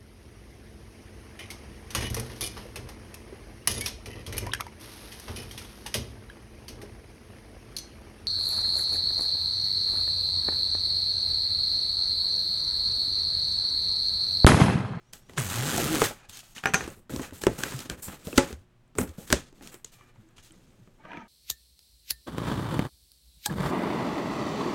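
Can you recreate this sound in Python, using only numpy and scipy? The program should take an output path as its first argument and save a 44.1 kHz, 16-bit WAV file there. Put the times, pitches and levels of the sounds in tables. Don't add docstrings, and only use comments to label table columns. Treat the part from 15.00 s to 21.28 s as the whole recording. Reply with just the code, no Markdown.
import sys
import numpy as np
from scipy import signal
from scipy.fft import rfft, irfft
from scipy.io import wavfile

SR = 44100
rng = np.random.default_rng(int(sys.argv[2]) if len(sys.argv) > 2 else 0)


def gain_from_db(level_db):
    decades = np.asarray(level_db, float) / 20
    return 10 ** decades


def unload_wav(signal):
    wavfile.write(
        sys.argv[1],
        SR,
        np.round(np.clip(np.atleast_2d(signal).T, -1, 1) * 32767).astype(np.int16),
    )


N = 276948


def rms_one(x):
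    return x / np.sqrt(np.mean(x ** 2) + 1e-20)


def in_time(rows):
    s, *columns = np.transpose(rows)
    return [np.interp(np.arange(N) / SR, s, c) for c in columns]


def during(rows, fade_s):
    t = np.arange(N) / SR
    return np.clip(np.minimum(t - rows[0][0], rows[-1][0] - t) / fade_s + 1, 0, 1)


def band(x, low_hz, high_hz):
    top_hz = min(high_hz, .45 * SR)
    return signal.sosfilt(signal.butter(2, [low_hz, top_hz], "band", fs=SR, output="sos"), x + 1e-18)


def coloured(x, spectrum):
    hz, db = np.transpose(spectrum)
    grid = np.maximum(np.arange(N // 2 + 1) * SR / N, 1)
    return irfft(rfft(x) * gain_from_db(np.interp(np.log(grid), np.log(hz), db)), N)


def drift(rate_hz):
    r = np.exp(-2 * np.pi * rate_hz / SR)
    noise = rng.standard_normal(N + SR)
    return rms_one(signal.lfilter([1], [1, -2 * r, r * r], noise)[SR:])


def strikes(times, levels_db):
    clicks = np.zeros(N)
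    clicks[(np.asarray(times) * SR).astype(int)] = gain_from_db(levels_db)
    return clicks


def ring(clicks, hz, t60):
    r, w = gain_from_db(-60 / (t60 * SR)), 2 * np.pi * hz / SR
    return signal.lfilter([0, np.sin(w)], [1, -2 * r * np.cos(w), r * r], clicks + 1e-18)


def puff(clicks, low_hz, high_hz, t60):
    swell = np.exp(-1 / (.0007 * SR))
    poles = np.convolve([1, -swell], [1, -gain_from_db(-60 / (t60 * SR))])
    dying = signal.lfilter([1 - swell], poles, clicks + 1e-18)
    noise = rms_one(band(rng.standard_normal(N), low_hz, high_hz))
    return band(dying * noise, low_hz, high_hz)


# frequency in Hz, relative level in dB.
AIR = [(25, 9), (60, -12.5), (150, -9), (400, -25), (600, -24), (2500, -32.5), (6000, -42.5), (16000, -55)]
# frequency in Hz, peak level in dB before a slow waver.
HUM = [(118.4, -62.5), (242.2, -71), (360.7, -70)]


def background():
    air = gain_from_db(-51) * rms_one(coloured(rng.standard_normal(N), AIR))
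    t = np.arange(N) / SR
    hum = sum(gain_from_db(db + 2.0 * drift(5.3)) * np.sin(2 * np.pi * hz * t + 0.29 * drift(6.6))
              for hz, db in HUM)
    return air + hum


# start in seconds, length in seconds, panel shake in dB,
# rasp in dB, hiss in dB, fine fibre in dB.
RUBS = [(0, 0.12, -77, -72, -72.5, -100), (0.126, 0.0109, -52.5, -50, -47, -46),
        (0.184, 0.16, -65, -70, -67.5, -77.5), (0.285, 0.086, -55, -58, -59, -65),
        (0.362, 0.031, -40, -44, -42, -62), (1.124, 0.15, -63, -54, -61.5, -88),
        (1.286, 0.023, -72, -56, -47.5, -50.5), (1.32, 0.092, -67.5, -54, -45.5, -52),
        (1.428, 0.11, -88, -63.5, -57, -58), (1.547, 0.035, -62, -54.5, -42.5, -54.5),
        (1.628, 0.021, -52, -48, -49, -52), (1.656, 0.05, -38.5, -40, -55, -57),
        (1.739, 0.13, -40.5, -39.5, -44.5, -53.5), (1.867, 0.078, -50.5, -51.5, -56, -55),
        (1.953, 0.03, -54, -67, -70.5, -60), (2.093, 0.13, -40.5, -47, -49, -47.5),
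        (2.213, 0.04, -50, -40.5, -42.5, -46), (2.26, 0.04, -54, -52, -74, -83),
        (2.327, 0.074, -55, -55, -53.5, -50.5), (2.408, 0.024, -47, -48, -43.5, -42),
        (2.481, 0.23, -46.5, -48.5, -49, -52.5), (2.577, 0.043, -55, -42, -44, -39.5),
        (2.619, 0.14, -44, -39.5, -40.5, -43.5), (2.753, 0.086, -49.5, -46, -43.5, -47.5),
        (2.845, 0.018, -50, -51.5, -49, -58.5), (2.89, 0.037, -38.5, -43.5, -50.5, -50),
        (2.969, 0.033, -51, -54, -60, -54.5), (3.019, 0.061, -57, -51, -55, -39),
        (3.072, 0.082, -48, -45, -49.5, -50.5), (3.186, 0.063, -55, -57, -55.5, -59),
        (3.242, 0.12, -49, -50.5, -49, -47.5), (3.352, 0.021, -42.5, -42.5, -37.5, -42),
        (3.405, 0.064, -43.5, -39, -46, -49.5), (3.466, 0.043, -49.5, -45, -50, -51.5),
        (3.549, 0.078, -63.5, -68, -71.5, -74), (3.686, 0.24, -86, -95.5, -94, -88.5),
        (3.952, 0.026, -46.5, -60, -63.5, -57.5), (3.978, 0.043, -26.5, -41, -62.5, -35.5),
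        (4.066, 0.028, -53, -53, -56.5, -57), (4.124, 0.16, -68, -61.5, -66, -66),
        (4.171, .09, -51.5, -55, -55, -52.5), (4.266, 0.038, -52.5, -51, -47.5, -48.5),
        (4.301, 0.025, -29, -36, -39, -41), (4.357, 0.041, -45, -47, -46, -59.5),
        (4.398, 0.096, -57, -60.5, -58, -77.5), (4.541, 0.12, -58, -66.5, -65, -70.5),
        (4.615, 0.1, -54.5, -55.5, -52.5, -58), (4.715, 0.035, -59, -49, -65, -50),
        (4.852, 0.027, -71, -71, -56.5, -67), (4.916, 0.032, -63, -62, -54.5, -58),
        (4.978, 0.14, -64.5, -63, -67.5, -74), (5.132, 0.284, -68, -68, -74, -78.5),
        (5.359, 0.034, -64, -64.5, -56.5, -76.5), (5.422, 0.059, -71.5, -62, -54, -60.5),
        (5.507, 0.068, -60.5, -67, -64.5, -75), (5.57, 0.83, -62, -70, -67.5, -74)]
RUB_ATTACK_S = 0.01


def rub_power():
    t, power = np.arange(N) / SR, np.zeros((5, N))
    hold_share, sag_db_per_s, lift_db_per_s = 0.86, 15, 300
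    for start, length, shake, rasp, hiss, fibre in RUBS:
        first = int(start * SR)
        age = t[:min(int((length + .3) * SR), N - first)]
        after = np.maximum(age - hold_share * length, 0)
        shape = np.minimum(age / RUB_ATTACK_S, 1) * gain_from_db(-sag_db_per_s * age) * gain_from_db(-lift_db_per_s * after)
        levels_db = np.array([shake, shake, rasp, hiss, fibre])
        power[:, first:first + len(age)] += (gain_from_db(levels_db)[:, None] * shape) ** 2
    return power


# time in seconds, rasp in dB, panel shake in dB.
CUT = [(.385, -36.5, -42.5), (.5, -37.5, -47), (.6, -34, -40.5), (.7, -33, -35.5), (.8, -31.5, -30),
       (.87, -32.5, -32), (.935, -31, -31), (1.0, -32.5, -27.5), (1.03, -27.5, -39.5), (1.06, -28.5, -35.5)]


def cut_power():
    t = np.arange(N) / SR
    rasp_db, shake_db = in_time(CUT)
    attack = np.clip((t - CUT[0][0]) / RUB_ATTACK_S + 1, 0, 1)
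    release = gain_from_db(-277.5 * np.maximum(t - CUT[-1][0], 0))
    levels_db = np.array([rasp_db - 5, shake_db, rasp_db, rasp_db - 1, rasp_db - 3])
    return (attack * release * gain_from_db(levels_db)) ** 2


def fibres(clumps):
    torn = rng.random(N) < 9000 * clumps / SR
    sizes = gain_from_db(2.4 * np.minimum(rng.exponential(1, N), 5)) * rng.choice([-1, 1], N)
    thick = (rng.random(N) < 150 * clumps / SR) * rng.normal(0, 3.3, N)
    return rms_one(torn * sizes) + 0.54 * rng.standard_normal(N) + thick


# frequency in Hz, relative level in dB.
FRICTION = [(30, -9.5), (130, -2.5), (400, -2.5), (850, -8.5), (1380, -4.5), (1750, -7), (2900, -9),
            (4500, -9), (8000, -13.5), (10200, -13), (13000, -16), (15800, -11), (16800, -31)]
# low edge in Hz, high edge in Hz,
# t60 of a blow in seconds, t60 of its echo in the room in seconds, echo in dB relative to the blow.
REGISTERS = [(30.7, 167, 0.25, 0.11, -5), (160, 618, 0.13, 0.05, -12), (677, 2790, 0.016, 0.18, -18.5),
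             (2630, 9060, 0.012, 0.18, -23.5), (6800, 15000, 0.011, 0.072, -36)]
# frequency in Hz, relative level in dB, free t60 in seconds.
BOX = [(265, 0, .09), (360, -7, .15), (433, -15, .15), (553, -7, .17), (855, -8, .15), (1007, -25, .15),
       (1330, -20, .14), (1733, -22, .083), (1997, -23, .11), (2697, -30, .15)]
# centre in Hz, width in Hz, mean level in dB.
GRAIN = [(3082, 1300, -21), (6630, 1400, -14.5), (7760, 1600, -9), (9140, 1300, -15), (12440, 3700, -13)]


def sliding():
    clumps, pressure_db = gain_from_db(2.3 * drift(130)), 0.8 * drift(30)
    cracking = rng.random(N) < 150 * clumps * gain_from_db(6.0 * drift(12)) / SR
    cracks = cracking * rng.normal(0, gain_from_db(12), N)
    sources = [rms_one(band(coloured(fibres(clumps) + cracks, FRICTION), low, high))
               for low, high, *_ in REGISTERS]

    rasp = sources[1] + sources[2]
    for hz, db, t60 in BOX:
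        mode = gain_from_db(.6 * db + 6 * drift(19.0)) * rms_one(ring(rasp, hz, .5 * t60))
        if hz < 800:
            sources[1] += 0.18 * mode
        else:
            sources[2] += .3 * mode

    for hz, width, db in GRAIN:
        k = 3 if hz < 7000 else 4
        patch = rms_one(band(sources[k], hz - width / 2, hz + width / 2))
        sources[k] = sources[k] + gain_from_db(db + 3.2 * drift(14.0)) * patch

    out = 0
    for power, source in zip(rub_power() + cut_power(), sources):
        waver = gain_from_db(pressure_db + 0.89 * drift(28))
        out = out + np.sqrt(power) * waver * rms_one(source)
    return out


# start in seconds, length in seconds, first pitch in Hz,
# last pitch in Hz, mean level in dB rms.
WHISTLE = [(.03, .1, 5300, 6250, -76), (.2, .09, 5400, 5920, -77), (1.195, .07, 2400, 2500, -66),
           (1.328, .025, 6400, 6500, -54), (1.358, .012, 6400, 5900, -54), (1.33, .045, 3200, 3080, -59)]


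def whistle():
    out = 0
    for start, length, first_hz, last_hz, db in WHISTLE:
        rows = [(start, first_hz), (start + length, last_hz)]
        hz = in_time(rows)[0] * (1 + .008 * drift(150))
        level = np.sqrt(2) * gain_from_db(db + 3.0 * drift(30)) * during(rows, .01)
        out = out + level * np.sin(2 * np.pi * np.cumsum(hz) / SR)
    return out


def burst(s, levels_db):
    out, uneven = 0, gain_from_db(2.0 * drift(60))
    for db, (low, high, t60, echo_t60, echo_db) in zip(levels_db, REGISTERS):
        out = out + puff(strikes(s, db), low, high, t60)
        out = out + uneven * puff(strikes(s + 0.0053, db + echo_db), low, high, echo_t60)
    return out


def struck(s, levels_db, pitches_hz, t60):
    out, t = np.zeros(N), np.arange(SR // 5) / SR
    for start, db, hz in zip((s * SR).astype(int), levels_db, pitches_hz):
        tone = gain_from_db(db - 60 * t / t60) * np.sin(2 * np.pi * hz * t)
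        out[start:start + len(t)] += tone[:N - start]
    return out


# time in seconds, then relative levels of snap in dB, panel in dB
# and crack in dB, struck panel pitch in Hz, snap pitch in Hz.
BLOWS = [(.133, -40, -57, -32.5, 233, 1770), (0.295, -36.5, -44.5, -49.5, 400, 1960),
         (.334, -43, -52, -49.5, 387, 970), (0.376, -16.5, -36, -29.5, 203, 1060),
         (.38, -14, -31.5, -30.5, 408, 1650), (0.4, -42, -49, -32, 337, 1120),
         (0.778, -12, -24.5, -20, 692, 874), (0.941, -23, -25.5, -34, 316, 1360),
         (1.0173, -4.5, -14.5, -22, 435, 1250), (1.04, -16.5, -35.5, -24.5, 640, 1300),
         (1.107, -27.5, -36.5, -48.5, 635, 830), (1.295, -44, -54, -37.5, 200, 1370),
         (1.371, -37, -65, -35.5, 298, 3850), (1.391, -41, -72, -38, 300, 3000),
         (1.43, -45, -58, -61.5, 700, 1300), (1.563, -29, -46.5, -50.5, 212, 1790),
         (1.57, -31, -77, -51, 204, 2460), (1.58, -25, -78, -46.5, 204, 2980),
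         (1.59, -41, -72, -47, 204, 2960), (1.876, -28, -32.5, -42.5, 350, 1250),
         (2.095, -31, -42.5, -48.5, 470, 1390), (2.136, -56, -28, -40, 240, 893),
         (2.161, -28, -33, -32.5, 312, 1060), (2.194, -23, -30.5, -44, 286, 1050),
         (2.209, -45, -35, -49.5, 257, 1000), (2.231, -33, -56, -44.5, 300, 1800),
         (2.247, -32, -57, -46.5, 300, 2600), (2.308, -39.5, -60, -50, 300, 1470),
         (2.323, -41, -40, -58, 287, 1020), (2.417, -36, -67.5, -33.5, 396, 2430),
         (2.436, -16.5, -30, -26.5, 396, 1710), (2.467, -8, -13, -23, 392, 1005),
         (2.49, -39.5, -31, -54.5, 425, 900), (2.512, -45, -33.5, -54.5, 420, 900),
         (2.588, -31, -34, -36, 230, 870), (2.604, -29, -40, -45.5, 260, 1480),
         (2.635, -13.5, -34.5, -21.5, 301, 1570), (2.709, -37, -53, -39.5, 398, 1800),
         (2.721, -25, -39, -43, 247, 1000), (2.79, -46, -43, -31.5, 240, 3060),
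         (2.803, -36, -48, -35.5, 300, 2460), (2.856, -37, -44, -56.5, 300, 1390),
         (2.898, -19.5, -38, -26, 380, 1590), (3.083, -27.5, -34, -45.5, 200, 1050),
         (3.098, -35, -64, -56.5, 300, 1300), (3.13, -32, -47.5, -55, 305, 2020),
         (3.27, -38, -29.5, -36, 195, 1210), (3.328, -25.5, -34.5, -49, 335, 2620),
         (3.282, -43, -39.5, -56.5, 587, 900), (3.339, -45, -39, -50, 358, 1200),
         (3.376, -21, -17.5, -14.5, 283, 2980), (3.379, -1.5, -21, -10.5, 286, 1356),
         (3.382, -11, -34.5, -37.5, 507, 2000), (3.432, -40, -33, -56.5, 280, 1500),
         (3.505, -42, -39.5, -62.5, 426, 866), (3.527, -34, -39, -38, 230, 1480),
         (3.952, -36.5, -47.5, -50.5, 305, 1247), (3.975, -44, -46.5, -47.5, 379, 1250),
         (3.985, -11, -19.5, -44, 405, 1465), (4.013, -23, -37, -37.5, 295, 1300),
         (4.092, -49, -45, -48.5, 305, 2280), (4.182, -57, -33.5, -54.5, 198, 930),
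         (4.302, -21.5, -34.5, -27.5, 443, 1710), (4.326, -4, -19, -8.5, 236, 1590),
         (4.33, -42, -26.5, -44, 605, 2170), (4.526, -48, -48.5, -57.5, 304, 890),
         (4.609, -37.5, -48.5, -64, 294, 790), (4.673, -39.5, -57, -38, 526, 2560),
         (4.742, -37, -45, -42.5, 354, 1900), (4.845, -35.5, -50.5, -34.5, 440, 2100),
         (5.009, -39.5, -68, -65.5, 325, 1193), (5.158, -45.5, -57, -76, 205, 955),
         (5.381, -39.5, -70, -52, 338, 3120), (5.385, -41.5, -75.5, -60.5, 334, 2880),
         (5.507, -42.5, -74, -57.5, 327.7, 3060), (5.874, -46.5, -50.5, -76, 201.4, 1216),
         (6.052, -32, -48.5, -72, 637, 1117), (6.117, -30, -76.5, -70.5, 303, 2480),
         (6.132, -28.5, -59, -64, 296, 1480), (6.171, -25.5, -46, -60, 312, 2310)]


def blows():
    s, snap_db, panel_db, crack_db, panel_hz, snap_hz = np.transpose(BLOWS)
    thud_db = panel_db - 11.5
    hollow_db = -12.5 - 13 * np.log2(snap_hz / 1000)
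    out = ring(strikes(s + 0.0036, thud_db - 2.0), 47, 0.12)
    out += ring(strikes(s + 0.0024, thud_db - 0.5), 170, 0.07)

    luck = rng.normal(0, 2, (len(s), len(BOX)))
    for (hz, db, t60), extra_db in zip(BOX, luck.T):
        level_db = panel_db - 11.0 if hz < 500 else snap_db + hollow_db
        out += ring(strikes(s + .0015, level_db + db + extra_db), hz, 0.87 * t60)
    out += struck(s + 0.0014, panel_db + 9.0, panel_hz, 0.04)
    out += struck(s + .001, snap_db - 4.5, snap_hz, 0.02)

    out += band(band(strikes(s + 0.0013, snap_db + 9), 800, 3600), 800, 3600)
    edge = strikes(s + .0012, crack_db + 22.5)
    out += band(band(edge, 2200, 7500), 2200, 7500) + .15 * band(edge, 7500, 16000)
    return out + burst(s, [thud_db - 4.0, panel_db - 4.5, snap_db - 7.0, crack_db + 4, crack_db - 3])


# time of fullest swell in seconds,
# level in dB, pitch in Hz.
BUMPS = [(0.147, -56, 70), (1.292, -50, 90.5), (1.659, -43, 144), (1.745, -32.5, 145), (1.841, -39, 68.5),
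         (1.887, -52, 79), (2.142, -42, 144), (2.17, -34.5, 72), (2.334, -42, 91), (2.476, -36, 70.4),
         (2.751, -28, 130.4), (2.919, -35, 57), (3.082, -41, 81.4), (3.271, -42, 88), (3.535, -33.5, 68.9),
         (3.58, -43, 89.8), (4.005, -27, 83), (4.095, -35, 79), (4.189, -49, 80), (4.334, -24, 64),
         (5.19, -46.5, 112), (5.268, -55, 327), (5.521, -59.5, 132), (5.572, -52, 184), (5.2, -52, 210),
         (5.24, -57, 330), (5.384, -54, 80.4), (5.51, -54.5, 320), (5.631, -63.5, 323), (5.795, -54, 186),
         (5.82, -49, 121), (6.052, -50.5, 180), (6.135, -45.5, 299), (6.168, -47, 175), (6.2, -46, 239),
         (6.231, -48, 210)]


def bumps():
    out, t = np.zeros(N + SR), np.arange(SR // 4) / SR
    swell_s = 0.011
    envelope = t / swell_s * np.exp(1 - t / swell_s)
    for s, db, hz in BUMPS:
        first = int((s - swell_s) * SR)
        out[first:first + len(t)] += np.sqrt(2) * gain_from_db(db) * envelope * np.sin(2 * np.pi * hz * t)
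    return out[:N]


# time in seconds, strike level in dB, centre in Hz.
TICKS = [(0.3825, -19, 8200), (0.3976, -21, 9400), (0.418, -26, 7500), (0.472, -30, 7940),
         (1.004, -23, 9040), (1.254, -60, 7000), (1.742, -22, 8350), (1.879, -37, 8200),
         (1.9011, -38.5, 7060), (2.2153, -34.5, 7700), (2.7207, -41, 7260), (2.8044, -29, 6810),
         (3.028, -35.5, 8350), (3.8764, -65.5, 8200), (3.984, -15.5, 7400), (4.0067, -23.5, 7250),
         (4.0924, -53, 7850), (4.846, -26.5, 6650), (5.288, -57.5, 7030), (5.5195, -43, 8700)]


def ticks():
    width, t60 = 1.2, .015
    return sum(puff(strikes([s], db), hz / width, hz * width, t60) for s, db, hz in TICKS)


# time in seconds, mean flutes per second, chatter in dB,
# its octave in dB.
FLUTES = [(.39, 142, -25, -48), (.442, 97, -35, -44), (.502, 82, -34, -42), (.546, 123, -43, -67),
          (.59, 118, -25, -68), (.684, 156, -33.5, -46), (.76, 91, -50, -64), (.852, 140, -26.5, -56),
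          (.895, 152, -40, -35), (.93, 157, -45, -27), (.965, 146, -50, -33.5), (1.0, 156, -59.5, -30.5)]


def flutes():
    return 2 * np.pi * np.cumsum(in_time(FLUTES)[0] * (1 + 0.023 * drift(24))) / SR


def chatter(phase):
    _, level_db, octave_db = in_time(FLUTES)
    push = gain_from_db(level_db) * np.sin(phase) + gain_from_db(octave_db) * np.sin(2 * phase)
    return np.sqrt(2) * gain_from_db(2.0 * drift(33)) * during(FLUTES, 0.018) * push


# time in seconds, relative clack level in dB,
# relative ring level in dB, ring pitch in Hz.
KNIFE_DROPS = [(1.638, -14, -45.5, 5450), (1.657, -3, -29, 6060), (1.671, -12.5, -40, 6000),
               (1.682, -22, -52, 6140), (1.737, -9.5, -25, 6380), (1.743, -0.5, -20, 6130),
               (1.748, -18.5, -35.5, 6260), (1.755, -13.5, -36.5, 6350), (1.808, -18, -43, 6350)]
# frequency in Hz, relative level in dB, t60 in seconds.
KNIFE = [(210, -12.5, 0.067), (435, -17.5, 0.25), (780, -13, 0.16), (1428, -7, 0.073), (1628, 5.5, 0.02),
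         (1800, -3.5, .04), (2430, 2, 0.017), (2650, -19, 0.051), (4360, -15.5, 0.022)]


def knife():
    s, peak_db, ring_db, _ = np.transpose(KNIFE_DROPS)
    out = burst(s, [peak_db - 41.0, peak_db - 28.5, peak_db - 10.5, ring_db + 8.5, ring_db - 0.5])
    for at, _, db, hz in KNIFE_DROPS:
        out += puff(strikes([at], db - 4.0), .95 * hz, 1.05 * hz, 0.16)
    luck = rng.normal(0, 3, (len(s), len(KNIFE)))
    for (hz, db, t60), extra_db in zip(KNIFE, luck.T):
        out += ring(strikes(s, peak_db - 12.0 + db + extra_db), hz, t60)
    return out


# time in seconds, level over the box modes in dB.
SLAPS = [(3.381, -7)]


def slaps():
    s, level_db = np.transpose(SLAPS)
    return sum(ring(strikes(s, level_db + db), hz, t60) for hz, db, t60 in BOX)


# time in seconds, level in dB.
SQUEAK = [(4.915, -75), (4.95, -65), (4.98, -74), (5.02, -63), (5.05, -72), (5.1, -69), (5.13, -78)]
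# multiple of the base pitch, mean relative level in dB.
SQUEAK_PARTIALS = [(2, 0), (3, -6), (4, -1), (5, -6)]


def squeak():
    phase = 2 * np.pi * np.cumsum(590 * (1 + 0.012 * drift(60))) / SR
    tone = sum(gain_from_db(db + 3.5 * drift(20)) * np.sin(k * phase + drift(40)) for k, db in SQUEAK_PARTIALS)
    return np.sqrt(2) * during(SQUEAK, 0.015) * gain_from_db(in_time(SQUEAK)[0]) * tone


# time in seconds, level in dB.
DRAG = [(5.98, -68), (6.005, -59), (6.035, -56.5), (6.05, -47), (6.07, -48), (6.138, -41), (6.17, -42),
        (6.21, -45), (6.25, -53.5), (6.28, -62)]
# highest frequency in Hz, width in Hz, mean relative level in dB.
DRAGGED_BOARD = [(200, 84, -1), (301, 79, 3), (752, 190, 2.5), (953, 97, 6), (1300, 180, 3), (1650, 360, 0),
                 (2390, 105, -4), (2970, 390, -17.5), (3730, 550, -21.5), (6300, 970, -14)]


def drag():
    judder, t, board = fibres(gain_from_db(3.2 * drift(55.7))), np.arange(N) / SR, 0
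    bend = np.maximum(1 - 0.56 * np.abs(t - 6.16), .7)
    for hz, width, db in DRAGGED_BOARD:
        turn, r = np.exp(2j * np.pi * hz * np.cumsum(bend) / SR), np.exp(-np.pi * width / SR)
        mode = np.real(signal.lfilter([1], [1, -2 * r, r * r], judder / turn) * turn)
        board = board + gain_from_db(db + 3.0 * drift(20)) * rms_one(mode)
    board = rms_one(board) + .4 * rms_one(band(band(judder, 300, 3200), 300, 3200))
    return band(board, 80, 6000) * gain_from_db(in_time(DRAG)[0]) * during(DRAG, 0.0127)


def scene():
    phase = flutes()
    rubbing = sliding() * (1 + .35 * during(FLUTES, 0.018) * np.cos(phase))
    board = rubbing + blows() + bumps() + ticks() + chatter(phase) + slaps() + squeak() + drag()
    return (background() + whistle() + board + knife())[None]


def roll_off(x):
    return signal.sosfilt(signal.butter(12, 17020, fs=SR, output="sos"), x)


# centre in Hz, width in Hz, gain in dB.
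MIC_COLOUR = [(4695, 500, -1.5), (8100, 740, 2.0)]


def record(dry):
    thin = signal.sosfilt(signal.butter(1, 40, "high", fs=SR, output="sos"), dry)
    for hz, width, db in MIC_COLOUR:
        thin = thin + (gain_from_db(db) - 1) * signal.lfilter(*signal.iirpeak(hz, hz / width, fs=SR), thin)
    return roll_off(1.117 * np.tanh(thin / 1.628))


dry = scene()
out = record(dry)
unload_wav(out)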